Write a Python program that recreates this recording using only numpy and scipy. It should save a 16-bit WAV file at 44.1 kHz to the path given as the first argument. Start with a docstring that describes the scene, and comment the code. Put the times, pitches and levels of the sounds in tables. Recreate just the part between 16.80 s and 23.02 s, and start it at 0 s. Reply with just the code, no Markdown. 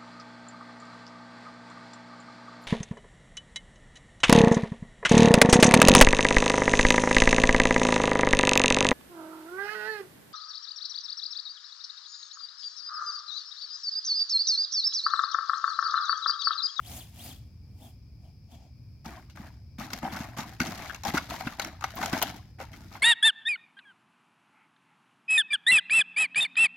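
"""A radio-controlled model truck slips on a rock face and tumbles onto gravel near the microphone, at night in a wood.
Damped resonances make its tyres thump and its plastic shell knock and rattle; gliding tones make it judder.
Each slide drags grit along: showers of tiny noise bursts under levels that bite, fade and let go.
Before the fall a nylon sleeve swishes close by, as thread noise and whistles that follow the speed of each stroke.
Behind it all, narrow bands of pulsing noise trill as insects over a low, distant rumble."""
import sys
import numpy as np
from scipy import signal
from scipy.fft import rfft, irfft, next_fast_len
from scipy.io import wavfile

SR = 44100
rng = np.random.default_rng(int(sys.argv[2]) if len(sys.argv) > 2 else 0)


def wav_record(signal):
    """Record a signal, one row per channel, as 16-bit PCM in the file named by sys.argv[1]."""
    frames = np.transpose(np.atleast_2d(signal))
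    bounded = np.clip(frames, -1, 1)
    # unit amplitude maps onto the largest positive 16-bit level
    quanta = np.round(bounded * 32767).astype(np.int16)
    wavfile.write(sys.argv[1], SR, quanta)


N = 274301  # length of the scene in samples

# Distant rumble of the night. Each row: frequency in Hz, density in dB per Hz.
NIGHT_SPECTRUM = [(20, -26), (40, -14), (60, -2), (80, -0.5), (118, -2), (160, -12), (250, -18.5),
                  (400, -33.5), (800, -41.5), (1600, -50), (3800, -55), (8500, -61.5), (12000, -56.5),
                  (16000, -57)]
NIGHT_DB = -48.5  # before its slow wander
# Insect choruses. Each row: centre in Hz, width in Hz, level in dB, mean pulse rate per second.
INSECTS = [(2370, 270, -80.5, 33), (4550, 180, -86, 47), (5080, 630, -74.5, 59)]

# Strokes of nylon on nylon. Each row: middle in seconds, half length in seconds, top rate of threads in Hz,
# hiss in dB, hollow rustle in dB, treble in dB.
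STROKES = [(0.144, 0.076, 6470, -51.5, -51.5, -49.5), (0.461, 0.074, 4870, -53, -53.5, -52),
           (1.051, 0.054, 3490, -65.5, -55, -63), (1.467, 0.043, 3500, -77, -63.5, -82),
           (1.735, 0.033, 3410, -65.5, -57, -72), (1.827, 0.062, 2200, -74, -61, -98)]
# Hiss of the threads, hollow rustle and treble sheen. Each row: frequency in Hz, density in dB per Hz.
NYLON_SPECTRUM = [(900, -3), (1500, -6), (2500, -1.5), (3200, -0.5), (4000, -4.5), (5500, -5), (6800, -4),
                  (9000, -19)]
HOLLOW_SPECTRUM = [(100, -32), (230, 10), (450, -14), (720, 3.5), (870, -5), (1100, -20), (2000, -32)]
SHEEN_SPECTRUM = [(4500, -34), (7500, -3.5), (11000, 0), (13000, -1), (14400, 2), (16000, -8)]
# Resonances of the folds of cloth. Each row: frequency in Hz, width in Hz, gain in dB.
FOLD_MODES = [(3260, 290, 7.5), (4800, 440, 0.5), (6800, 360, 4.5), (11200, 600, -4), (14400, 530, -5)]

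# Skids of the truck over grit. Each row: start in seconds, length in seconds, scrape in dB,
# tyre rumble in dB, fine sand in dB.
SKIDS = [(2.244, 0.14, -46.5, -49, -57.5), (2.552, 0.13, -49.5, -52.5, -57.5),
         (2.981, 0.076, -42, -45, -47.5), (3.1, 0.09, -48, -52, -48.5), (3.218, 0.1, -41, -44.5, -56),
         (3.314, 0.14, -41, -47, -46.5), (3.466, 0.068, -50.5, -53, -67), (3.564, 0.067, -40, -44.5, -45),
         (3.65, 0.1, -51, -49.5, -58.5), (3.796, 0.22, -38.5, -40, -44.5), (4.012, 0.15, -42.5, -59.5, -49),
         (4.246, 0.056, -33, -42.5, -41.5), (4.334, 0.043, -33.5, -39, -39),
         (4.487, 0.25, -40, -47.5, -45.5), (4.783, 0.1, -38.5, -44.5, -51), (5.013, 0.16, -48, -58.5, -55),
         (5.158, 0.08, -40.5, -42.5, -46), (5.208, 0.087, -36.5, -48, -42),
         (5.319, 0.068, -32.5, -38, -38.5), (5.404, .10, -40, -44, -46.5),
         (5.533, 0.042, -57, -49.5, -55.5), (5.784, 0.053, -47, -51.5, -54.5),
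         (5.914, 0.2, -58, -51.5, -60), (6.11, .07, -48, -52.5, -56)]
# A skid bites at once, fades as friction slows the truck, and lets go.
BITE_S, SLOWING_DB_PER_S, RELEASE_S = 0.005, 25.5, 0.022
# Grit that was kicked loose trickles on after it.
TRICKLE_DB, TRICKLE_S = -6, 0.09
# Coarse scrape, drumming tyres and bright stone or sand. Each row: frequency in Hz, density in dB per Hz.
SCRAPE_SPECTRUM = [(250, -15), (480, -20), (620, 0), (760, 4.5), (1100, -5.5), (1500, -2), (2200, -3.5),
                   (2900, -20), (4200, -36.5)]
RUMBLE_SPECTRUM = [(50, -19.5), (120, -6), (230, 1), (320, -3), (450, -22.5), (800, -38)]
STONE_SPECTRUM = [(1500, -0.5), (2900, -1.5), (5000, -3), (6600, -5), (8300, -14.5), (10000, -14),
                  (11000, -13), (12400, -6.5), (14000, -15.5), (16000, -18)]

# Small hard parts on pebbles. Each row: start in seconds, decay of the exciting noise in seconds,
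# pitch in Hz, width in Hz, level in dB.
CLINKS = [(5.154, .007, 15200, 890, -49), (5.427, 0.0018, 13300, 3440, -31)]
# Plastic and rubber juddering on stone. Each row: start in seconds, length in seconds, start pitch in Hz,
# end pitch in Hz, level in dB.
JUDDERS = [(3.230, 0.056, 819, 775, -35.5), (4.096, 0.019, 1610, 1550, -37), (4.251, 0.022, 855, 808, -31),
           (4.370, 0.0163, 1406, 1474, -28), (5.022, 0.01, 1380, 1220, -39), (5.423, 0.015, 774, 756, -32),
           (5.800, 0.028, 556, 520, -44.5), (5.930, 0.14, 1540, 1460, -66)]

# Tyre landings. Each row: start in seconds, thump in dB.
LANDINGS = [(2.258, -42.5), (2.595, -41.5), (2.985, -40), (3.006, -43), (3.133, -42.5), (3.23, -35),
            (3.242, -40.5), (3.327, -38.5), (3.402, -34.5), (3.585, -36.5), (3.803, -28.5), (3.816, -34),
            (4.281, -37.5), (4.341, -26), (4.666, -32), (5.330, -27)]
# Tyre resonances at a middling landing. 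Each row: frequency in Hz, width in Hz, gain in dB.
TYRE_MODES = [(158.4, 67, -4), (236.2, 31.7, 6.5), (300, 48.5, 3.5)]
# Rubber stiffens when squashed: above a middling landing its pitch rises.
MIDDLING_DB, STIFFEN_OCTAVES_PER_DB = -32.5, 0.03

# Blows of the shell on rock. Each row: start in seconds, knock in dB, crack in dB,
# centre of the knock in Hz, contact time in seconds.
KNOCKS = [(2.258, -49, -51, 784, 0.0089), (2.499, -67, -59.5, 1860, 0.025),
          (2.572, -51.5, -65, 1040, .0033), (3.006, -46, -59, 930, 0.018), (3.104, -48.5, -53, 1110, .003),
          (3.133, -40, -38, 1680, 0.0045), (3.229, -40.5, -68, 750, 0.0032),
          (3.243, -39.5, -53.5, 805, 0.036), (3.324, -46.5, -55, 840, .005),
          (3.366, -38.5, -49.5, 800, .011), (3.403, -43, -51, 796, 0.024), (3.586, -37, -43.5, 1070, 0.034),
          (3.802, -29, -37, 1360, .0056), (3.815, -36, -39.5, 1500, 0.01), (3.868, -45, -45, 1550, 0.013),
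          (4.058, -50, -53, 1850, .004), (4.146, -48, -48, 2100, .004), (4.235, -45, -45, 930, 0.009),
          (4.251, -53, -41.5, 820, 0.0016), (4.281, -42, -43, 845, 0.006),
          (4.370, -37.5, -49, 1320, 0.0092), (4.378, -32.5, -38, 1420, 0.0067),
          (4.506, -40.5, -46, 1080, 0.0043), (4.608, -37.5, -49, 840, 0.0026),
          (4.671, -35, -47.5, 1470, 0.0084), (4.797, -34.5, -36.5, 1570, 0.0028),
          (4.818, -61, -40.5, 1330, 0.009), (4.847, -42.5, -42, 1140, 0.0018),
          (5.009, -49, -54.5, 1330, 0.0046), (5.040, -28.5, -39.5, 1090, 0.0064),
          (5.105, -55, -53, 1300, .0027), (5.214, -37.5, -51, 920, 0.0034),
          (5.228, -30.5, -42.5, 790, 0.0085), (5.259, -41, -38, 910, 0.0034),
          (5.331, -33.5, -39, 1160, 0.01), (5.417, -32.5, -37.5, 1020, 0.0083),
          (5.425, -34, -30.5, 815, 0.012), (5.802, -41, -56, 1100, .025),
          (5.932, -51.5, -55.5, 1490, 0.014), (6.152, -45, -68, 890, .006)]
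# Shell resonances before each blow favours some. Each row: frequency in Hz, width in Hz, gain in dB.
SHELL_MODES = [(555, 25.5, -10), (787, 108, -3), (968, 150, -6.5), (1240, 130, -7), (1498, 99, -3.5),
               (1995, 105, -7), (2168, 71, -1.5), (2710, 204, -7.5)]

# Width between the two microphone ports. Each row: frequency in Hz, side gain in dB.
SPREAD = [(100, -20), (250, -13), (700, -10.5), (1300, -7.5), (2400, -4.5), (4400, -1.5), (8000, 0.5),
          (15000, 0)]
# Balance of the two ports. Each row: frequency in Hz, left minus right gain in dB.
LEAN = [(250, 0.5), (700, 3), (1300, 1.5), (2400, 3.5), (4400, 5.5), (8000, 0), (15000, 0)]
TOP_HZ = 16100  # upper edge of the recorder


def amp(db):
    """Decibels to gain."""
    return 10 ** (np.asarray(db) / 20)


def unit(x):
    """Scale to an rms of one."""
    return x / np.sqrt(np.mean(x ** 2) + 1e-20)


def burst(x):
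    """Scale each row of a short sound to the energy of 20 ms at an rms of one."""
    energy = np.sum(x ** 2, axis=1, keepdims=True)
    return x / np.sqrt(energy / (0.02 * SR))


def noise(size):
    """Two unrelated noises: mid, which the ports share, and side, which differs between them."""
    return rng.standard_normal((2, size))


def filtered(x, response):
    """Apply a response given as a function of frequency."""
    size = next_fast_len(x.shape[-1] + 2048)
    hz = np.maximum(np.arange(size // 2 + 1) * SR / size, 1)
    return irfft(rfft(x, size) * response(hz), size)[..., :x.shape[-1]]


def colour(x, spectrum):
    """Shape by (Hz, dB) points, joined along a logarithmic frequency axis."""
    points, db = np.transpose(spectrum)
    return filtered(x, lambda hz: amp(np.interp(np.log(hz), np.log(points), db)))


def ring(x, modes):
    """Pass through damped resonances of alternating sign."""
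    def response(hz):
        total = 0
        for k, (f, width, db) in enumerate(modes):
            detuning = (hz / f - f / hz) * f / width
            total = total + (-1) ** k * amp(db) / (1 + 1j * detuning)
        return total
    return filtered(x, response)


def walk(rate, size=N):
    """Random wander with a spread near one, in straight lines between `rate` new values per second."""
    t = np.arange(size) / SR * rate
    count = int(t[-1]) + 2
    return 1.2 * np.interp(t, np.arange(count), rng.standard_normal(count))


def grains(rate, scatter_db, decay_s, size=N):
    """Randomly timed tiny contacts of uneven strength, each a quickly dying burst."""
    strength = amp(scatter_db * np.minimum(rng.exponential(size=size), 4))
    energy = (rng.random(size) < rate / SR) * strength ** 2
    ringing_energy = signal.lfilter([1], [1, -np.exp(-2 / (decay_s * SR))], energy)
    return noise(size) * np.sqrt(ringing_energy)


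def add(out, s, x):
    """Mix a short sound in at time s."""
    i = max(int(s * SR), 0)
    out[:, i:i + x.shape[1]] += x[:, :N - i]


def night():
    """A low distant rumble and many far insects blending into narrow trilling bands."""
    out = amp(NIGHT_DB) * unit(colour(noise(N), NIGHT_SPECTRUM)) * amp(0.82 * walk(7.5))
    for hz, width, db, rate in INSECTS:
        chorus = filtered(noise(N), lambda f: 1 / (1 + np.abs(2 * (f - hz) / width) ** 1.66))
        wavering_rate = rate * (1 + 0.11 * walk(2.2))
        pulse = 1 + 0.07 * np.sin(2 * np.pi * np.cumsum(wavering_rate) / SR)
        out = out + amp(db + 0.27 * walk(1.75)) * unit(chorus * pulse)
    return out


def trees(x, t60_s=0.42, wet_db=-19):
    """Trunks and the bank scatter a weak tail, strongest around 4 kHz."""
    t = np.arange(SR // 2) / SR
    scatter = colour(noise(len(t)), [(100, 3.5), (800, -3.0), (4000, 16.5), (15000, -10)])
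    tail = scatter * amp(-60 * t / t60_s) * (1 - np.exp(-t / 0.0018))
    tail = tail / np.sqrt(np.sum(tail ** 2) / 2)
    return x + amp(wet_db) * signal.fftconvolve(x, tail, axes=1)[:, :N]


def thread_noise(spectrum):
    """A dense shower of tiny thread slips, coloured by the cloth."""
    return unit(colour(grains(rate=7000, scatter_db=5.5, decay_s=0.0048), spectrum))


def sleeve(whistle_db=-2, jitter=0.0498, snag=0.09):
    """Threads slip in a hiss that swells and brightens with speed; the weave whistles through the folds."""
    t, out, weave = np.arange(N) / SR, 0, 0
    hiss, hollow, sheen = (thread_noise(c) for c in (NYLON_SPECTRUM, HOLLOW_SPECTRUM, SHEEN_SPECTRUM))
    for s, half_s, top_hz, hiss_db, hollow_db, treble_db in STROKES:
        speed = 1 / (1 + np.abs((t - s) / half_s) ** 3)  # 1 at the middle of the stroke
        out = out + amp(hiss_db) * speed ** 0.98 * hiss
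        out = out + amp(hollow_db) * speed ** 1.17 * hollow
        out = out + amp(treble_db) * speed ** 1.17 * sheen
        # threads crossed at different angles give several whistles that rise and fall together,
        # each snagging on its own
        for ratio, db in [(0.72, -14), (1, 0.5), (1.68, -13.5), (2.13, -9)]:
            unevenness = 1 + jitter * walk(2500) + snag * walk(45)
            phase = 2 * np.pi * np.cumsum(ratio * top_hz * speed * unevenness) / SR
            weave = weave + amp(hiss_db + whistle_db + db) * speed ** 0.11 * np.exp(1j * phase)
    whistles = np.array([weave.real, weave.imag]) * (1 + 0.5 * walk(600))
    return out + ring(whistles, FOLD_MODES)


def pebbles(rate=400, scatter_db=5.0, low_hz=650, high_hz=7000, cycles=7, tilt_db=-4.0):
    """Small stones click together, each with a sharp start and a short ring at its own pitch."""
    out, t = np.zeros((2, N)), np.arange(SR // 30) / SR
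    for when, size, force, angle in rng.random((int(rate * N / SR), 4)):
        hz = low_hz * (high_hz / low_hz) ** size
        # tilt_db is per octave: higher clicks are softer
        db = scatter_db * min(-np.log(1 - force), 3) + tilt_db * np.log2(hz / low_hz)
        click = np.sin(2 * np.pi * hz * t) * np.exp(-t * hz / cycles)
        mid_side = [1, np.sqrt(2) * np.cos(2 * np.pi * angle)]
        add(out, when * N / SR, amp(db) * np.outer(mid_side, click))
    return unit(out)


def skid_levels():
    """Scrape, rumble and sand gains: every skid bites, slows, lets go and leaves a trickle."""
    power, t = np.zeros((3, N)), np.arange(SR) / SR
    for s, length, *db in SKIDS:
        after = np.maximum(t - length, 0)
        grip = (1 - np.exp(-t / BITE_S)) * amp(-SLOWING_DB_PER_S * t)
        trickle = amp(TRICKLE_DB) * np.exp(-after / TRICKLE_S)
        letting_go = np.maximum(np.exp(-after / RELEASE_S), trickle)
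        add(power, s, np.outer(amp(db), grip * letting_go) ** 2)
    return np.sqrt(power)


def slide():
    """Coarse grit grinds under the truck, pebbles click, the tyres drum, and fine sand crackles."""
    scrape, rumble, sand = skid_levels()
    coarse = unit(colour(grains(rate=900, scatter_db=3.0, decay_s=0.002), SCRAPE_SPECTRUM))
    drum = unit(colour(grains(rate=240, scatter_db=0.5, decay_s=0.011), RUMBLE_SPECTRUM))
    fine = unit(colour(grains(rate=900, scatter_db=4, decay_s=0.0022), STONE_SPECTRUM))
    grit = amp(-4.5) * coarse + amp(-4.0) * pebbles()
    return scrape * grit + rumble * drum + sand * fine


def clinks():
    """Brief, very high rings of hard parts on pebbles: dying noise through one resonance."""
    out, t = np.zeros((2, N)), np.arange(SR // 10) / SR
    for s, decay_s, hz, width, db in CLINKS:
        strike = noise(len(t)) * np.exp(-t / decay_s)
        add(out, s, amp(db) * burst(ring(strike, [(hz, width, 0)])))
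    return out


def judders(jitter=0.084, overtone_db=-16.0, grit=0.47):
    """Short runs of stick and slip: a gliding tone whose rate and strength waver."""
    out = np.zeros((2, N))
    for s, length, start_hz, end_hz, db in JUDDERS:
        size = int(length * SR)
        hz = np.linspace(start_hz, end_hz, size) * (1 + jitter * walk(906, size))
        phase = 2 * np.pi * np.cumsum(hz) / SR + rng.uniform(0, 2 * np.pi, (2, 1))
        tone = np.sin(phase) + amp(overtone_db) * np.sin(2 * phase)
        tone = tone * (1 + grit * walk(510, size))
        add(out, s, amp(db) * unit(tone * signal.windows.tukey(size, 0.2)))
    return out


def landings(push_s=0.0015, pitch_scatter=0.095):
    """Rubber gives a soft push, in mid only; a harder landing tends to ring the tyre higher."""
    out, t = np.zeros((2, N)), np.arange(SR // 5) / SR
    push = np.array([t * np.exp(-t / push_s)])
    for s, thump_db in LANDINGS:
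        octaves = STIFFEN_OCTAVES_PER_DB * (thump_db - MIDDLING_DB) + pitch_scatter * rng.standard_normal()
        modes = [(f * 2 ** octaves, width, db) for f, width, db in TYRE_MODES]
        add(out, s, amp(thump_db) * burst(ring(push, modes)) * [[1], [0]])
    return out


def contact(contact_s, size, rattle_db=-17, rattle_stretch=3, snap_db=-4):
    """A sharp first touch, and a chatter that dies away into a weaker rattle of loose parts."""
    t = np.arange(size) / SR
    rattle = amp(rattle_db) * np.exp(-t / (rattle_stretch * contact_s))
    envelope = np.exp(-(t / contact_s) ** 2) + rattle
    chatter = burst(envelope * grains(rate=6000, scatter_db=2.2, decay_s=0.0004, size=size))
    snap = burst(noise(size) * np.exp(-t / 0.00056))
    return chatter + amp(snap_db) * snap


def knocks(focus_db=9.5, mode_scatter_db=1.5, stone_db=-3):
    """Each blow clatters the shell's resonances and cracks on stone; loose parts rattle on."""
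    out, size = np.zeros((2, N)), 8192
    for s, knock_db, crack_db, hz, contact_s in KNOCKS:
        # the place that is struck favours the shell modes near one pitch; focus_db is lost per octave away
        modes = []
        for f, width, db in SHELL_MODES:
            favour_db = -focus_db * abs(np.log2(f / hz)) + mode_scatter_db * rng.standard_normal()
            modes.append((f, width, db + favour_db))
        knock = burst(ring(contact(contact_s, size), modes))
        # every stone rings briefly at pitches of its own
        touch = contact(contact_s, size)
        stone_modes = [(f, 160, 0) for f in rng.uniform(2790, 6910, size=5)]
        stone_ring = burst(ring(touch, stone_modes))
        crack = burst(burst(colour(touch, STONE_SPECTRUM)) + amp(stone_db) * stone_ring)
        add(out, s, amp(knock_db) * knock + amp(crack_db) * crack)
    return out


def scene():
    """All sources reach two close ports: alike in the bass, wide in the treble, a little to the left."""
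    truck = slide() + landings() + knocks() + clinks() + judders()
    mid, side = trees(truck + sleeve()) + night()
    side = colour(side, SPREAD)
    left = colour(mid + side, [(hz, db / 2) for hz, db in LEAN])
    right = colour(mid - side, [(hz, -db / 2) for hz, db in LEAN])
    return np.array([left, right])


def record(dry):
    """The recorder cuts the top steeply."""
    return signal.sosfilt(signal.ellip(10, 0.2, 70, TOP_HZ, fs=SR, output="sos"), dry)


dry = scene()
out = record(dry)
wav_record(out)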